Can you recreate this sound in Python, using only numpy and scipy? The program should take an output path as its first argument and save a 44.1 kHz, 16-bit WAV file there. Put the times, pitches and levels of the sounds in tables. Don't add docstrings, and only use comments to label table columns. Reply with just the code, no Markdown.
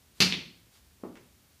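import sys
import numpy as np
from scipy import signal
from scipy.fft import rfft, irfft
from scipy.io import wavfile

SR = 44100
rng = np.random.default_rng(int(sys.argv[2]) if len(sys.argv) > 2 else 0)


def bounce(signal):
    frames = np.transpose(np.atleast_2d(signal))
    limited = np.clip(frames, -1, 1)
    pcm = np.round(limited * 32767).astype(np.int16)
    wavfile.write(sys.argv[1], SR, pcm)


N = 70560

# pitch_hz, level_db
BACKGROUND_TONE = [(20, -24.5), (38, -18.5), (58, -0.5), (80, -1), (130, -8.5), (250, -13), (500, -20.5),
                   (1000, -23), (4400, -23), (9000, -26), (15000, -26.5)]
# pitch_hz, fade_s
ROOM_FADE = [(60, 0.97), (180, .6), (400, .52), (1000, 0.49), (2600, .47), (4500, 0.4844), (8000, .4),
             (14000, .35)]
# delay_s, level_db
WALL_ECHOES = [(.0042, -18), (0.015, -10), (0.0173, -11), (0.02, -11.5), (.0262, -17)]
# pitch_hz, level_db
WALL_TONE = [(100, 2), (6000, 0), (9000, -.5), (15000, -1)]
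# pitch_hz, level_db, fade_s
ROOM_NOTES = [(200.7, -65.5, 0.53), (272.8, -66, 0.4), (355, -63.5, 0.57), (428, -65.5, 0.494),
              (569, -62, 0.64)]
# peak_s, width_s, level_db
SLEEVE_SWISHES = [(0.19, .025, -61), (0.76, .03, -62)]
# pitch_hz, level_db
CLOTH_TONE = [(100, -8.5), (500, -2), (1500, -1.5), (2400, -3.5), (3800, 2), (6000, -3), (8000, -2),
              (15000, -13)]
# pitch_hz, level_db
TAP_TONE = [(100, -27), (600, -23.5), (1400, -22.5), (2400, -22), (4000, -32), (7000, -35.5), (14000, -54)]
# pitch_hz, level_db
HUSK_TONE = [(30, -22), (90, -6.5), (180, 2), (350, -2), (700, -17), (1500, -48.5), (4000, -64)]
# pitch_hz, level_db
THUD_TONE = [(30, -26), (90, -7), (180, 5), (400, 7), (650, -2), (900, -9.5), (1200, -6.5), (1500, -20),
             (2400, -28.5), (4000, -46), (12000, -56)]
# pitch_hz, level_db
CLACK_TONE = [(60, -15.5), (180, 7), (370, 5.5), (600, -8.5), (1500, -8), (2300, 8.5), (3600, 8.5),
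              (5500, -6), (8000, -25), (11500, -25), (15000, -49)]
# pitch_hz, level_db
SLAM_TONE = [(25, -26.5), (45, -10), (75, 9.5), (120, 10), (190, 20.5), (300, 12.5), (420, 11), (600, -0.5),
             (1200, -9), (4000, -39)]
# pitch_hz, level_db, rise_s, fade_s
BOOM_NOTES = [(102.17, -26, .06, .3), (188, -16, .032, .3), (171.5, -30.5, 0.0038, .6),
              (249, -31.5, 0.016, .3)]
# start_s, level_db
SHELL_SNAPS = [(0.2031, -18), (0.2039, 2), (0.2065, -4), (0.2075, -1.5), (0.2099, -2)]
# pitch_hz, level_db
SNAP_TONE = [(100, -19), (500, -8), (900, -2.5), (1600, 0), (2600, 9.5), (3500, 7), (4400, 11.3),
             (6200, 2.7), (8500, -10.5), (11300, -9), (15000, -20)]
# pitch_hz, level_db, fade_s
SHELL_NOTES = [(2674, -37, .09), (3550, -50, 0.1), (4150, -35.5, 0.099), (4240, -43.5, .05),
               (5434, -66, .06)]


def gain(db):
    return 10 ** (np.asarray(db) / 20)


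def look_up(table, hz):
    pitches, values = np.transpose(table)
    return np.interp(np.log(hz + 1), np.log(pitches), values)


def place(start_s, sound):
    return np.pad(sound, (round(start_s * SR), N))[:N]


def play_through(sound, response):
    return signal.fftconvolve(sound, response)[:N]


def click(tone, size=8192):
    log_gain = np.log(gain(look_up(tone, abs(np.fft.fftfreq(size, 1 / SR)))))
    spectrum = np.exp(np.conj(signal.hilbert(log_gain)))
    return np.fft.ifft(spectrum).real[:size // 2]


def noise(tone):
    shape = gain(look_up(tone, np.fft.rfftfreq(N, 1 / SR)))
    hiss = irfft(rfft(rng.standard_normal(N)) * shape, N)
    return hiss / hiss.std()


def background(level_db=-62):
    return gain(level_db) * noise(BACKGROUND_TONE)


def in_room(sound, room_db, build_s=0.0024, early_db=3, early_s=.09):
    t = np.arange(N) / SR
    slot = 6
    starts = np.arange(0, N - slot, slot)
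    bounces = np.zeros(N)
    bounces[starts + rng.integers(0, slot, len(starts))] = rng.choice([-1, 1], len(starts))
    hz, times, bands = signal.stft(bounces, SR, nperseg=256)
    fade = gain(-60 * times / look_up(ROOM_FADE, hz)[:, None])
    tail = signal.istft(bands * fade, SR, nperseg=256)[1][:N]
    tail *= 1 - np.exp(-(t / build_s) ** 2)
    tail *= gain(early_db * np.exp(-(t / early_s) ** 2))
    tail /= np.linalg.norm(tail)
    for delay_s, db in WALL_ECHOES:
        tail[round(delay_s * SR)] += gain(db)
    for pitch_hz, db, fade_s in ROOM_NOTES:
        tail += gain(db - 60 * t / fade_s) * np.sin(2 * np.pi * pitch_hz * t)
    reflected = play_through(sound, click(WALL_TONE))
    return sound + gain(room_db) * play_through(reflected, tail)


def sleeve():
    t = np.arange(N) / SR
    swells = sum(gain(db) * np.exp(-((t - peak_s) / width_s) ** 2 / 2)
                 for peak_s, width_s, db in SLEEVE_SWISHES)
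    return noise(CLOTH_TONE) * swells


def tap(start_s=1.156):
    return in_room(place(start_s, click(TAP_TONE)), room_db=4)


def thud(touch_s=1, husk_s=1.0346, land_s=1.037, touch_db=-28):
    weight = click(THUD_TONE)
    touch = place(touch_s, gain(touch_db) * weight)
    husk = place(husk_s, -click(HUSK_TONE))
    return in_room(touch + husk + place(land_s, weight), room_db=1)


def through_shell(sound, spread_s, points=40):
    size = 2 * len(sound)
    hz = np.fft.rfftfreq(size, 1 / SR)
    delay_s = np.interp(hz, np.linspace(0, SR / 2, points), spread_s * rng.random(points))
    phase = -2 * np.pi * np.cumsum(delay_s) * hz[1]
    return irfft(rfft(sound, size) * np.exp(1j * phase))[:len(sound)]


def clack(start_s=0.3238):
    knock = through_shell(click(CLACK_TONE), spread_s=0.001023)
    return in_room(place(start_s, knock), room_db=-.5)


def slam(start_s=0.2035):
    t = np.arange(N) / SR
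    boom = np.zeros(N)
    for hz, db, rise_s, fade_s in BOOM_NOTES:
        swell = 1 - np.exp(-(t / rise_s) ** 2)
        boom += swell * gain(db - 60 * t / fade_s) * np.sin(2 * np.pi * hz * t)
    knock = in_room(place(start_s, click(SLAM_TONE)), room_db=2.5)
    return knock + place(start_s, boom)


def crack():
    burst = click(SNAP_TONE)
    t = np.arange(len(burst)) / SR
    ring = sum(gain(db - 60 * t / fade_s) * np.cos(2 * np.pi * hz * t) for hz, db, fade_s in SHELL_NOTES)
    track = np.zeros(N)
    for start_s, db in SHELL_SNAPS:
        snap = gain(db) * through_shell(burst + ring, spread_s=0.001097)
        track += in_room(place(start_s, snap), room_db=3.5)
    return track


def scene():
    coconut = tap() + crack() + slam() + clack() + thud()
    return (coconut + sleeve() + background())[None]


def record(dry, cutoff_hz=15350):
    low_pass = signal.firwin(511, cutoff_hz, window=("kaiser", 9), fs=SR)
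    return signal.oaconvolve(dry, low_pass[None], "same")


dry = scene()
out = record(dry)
bounce(out)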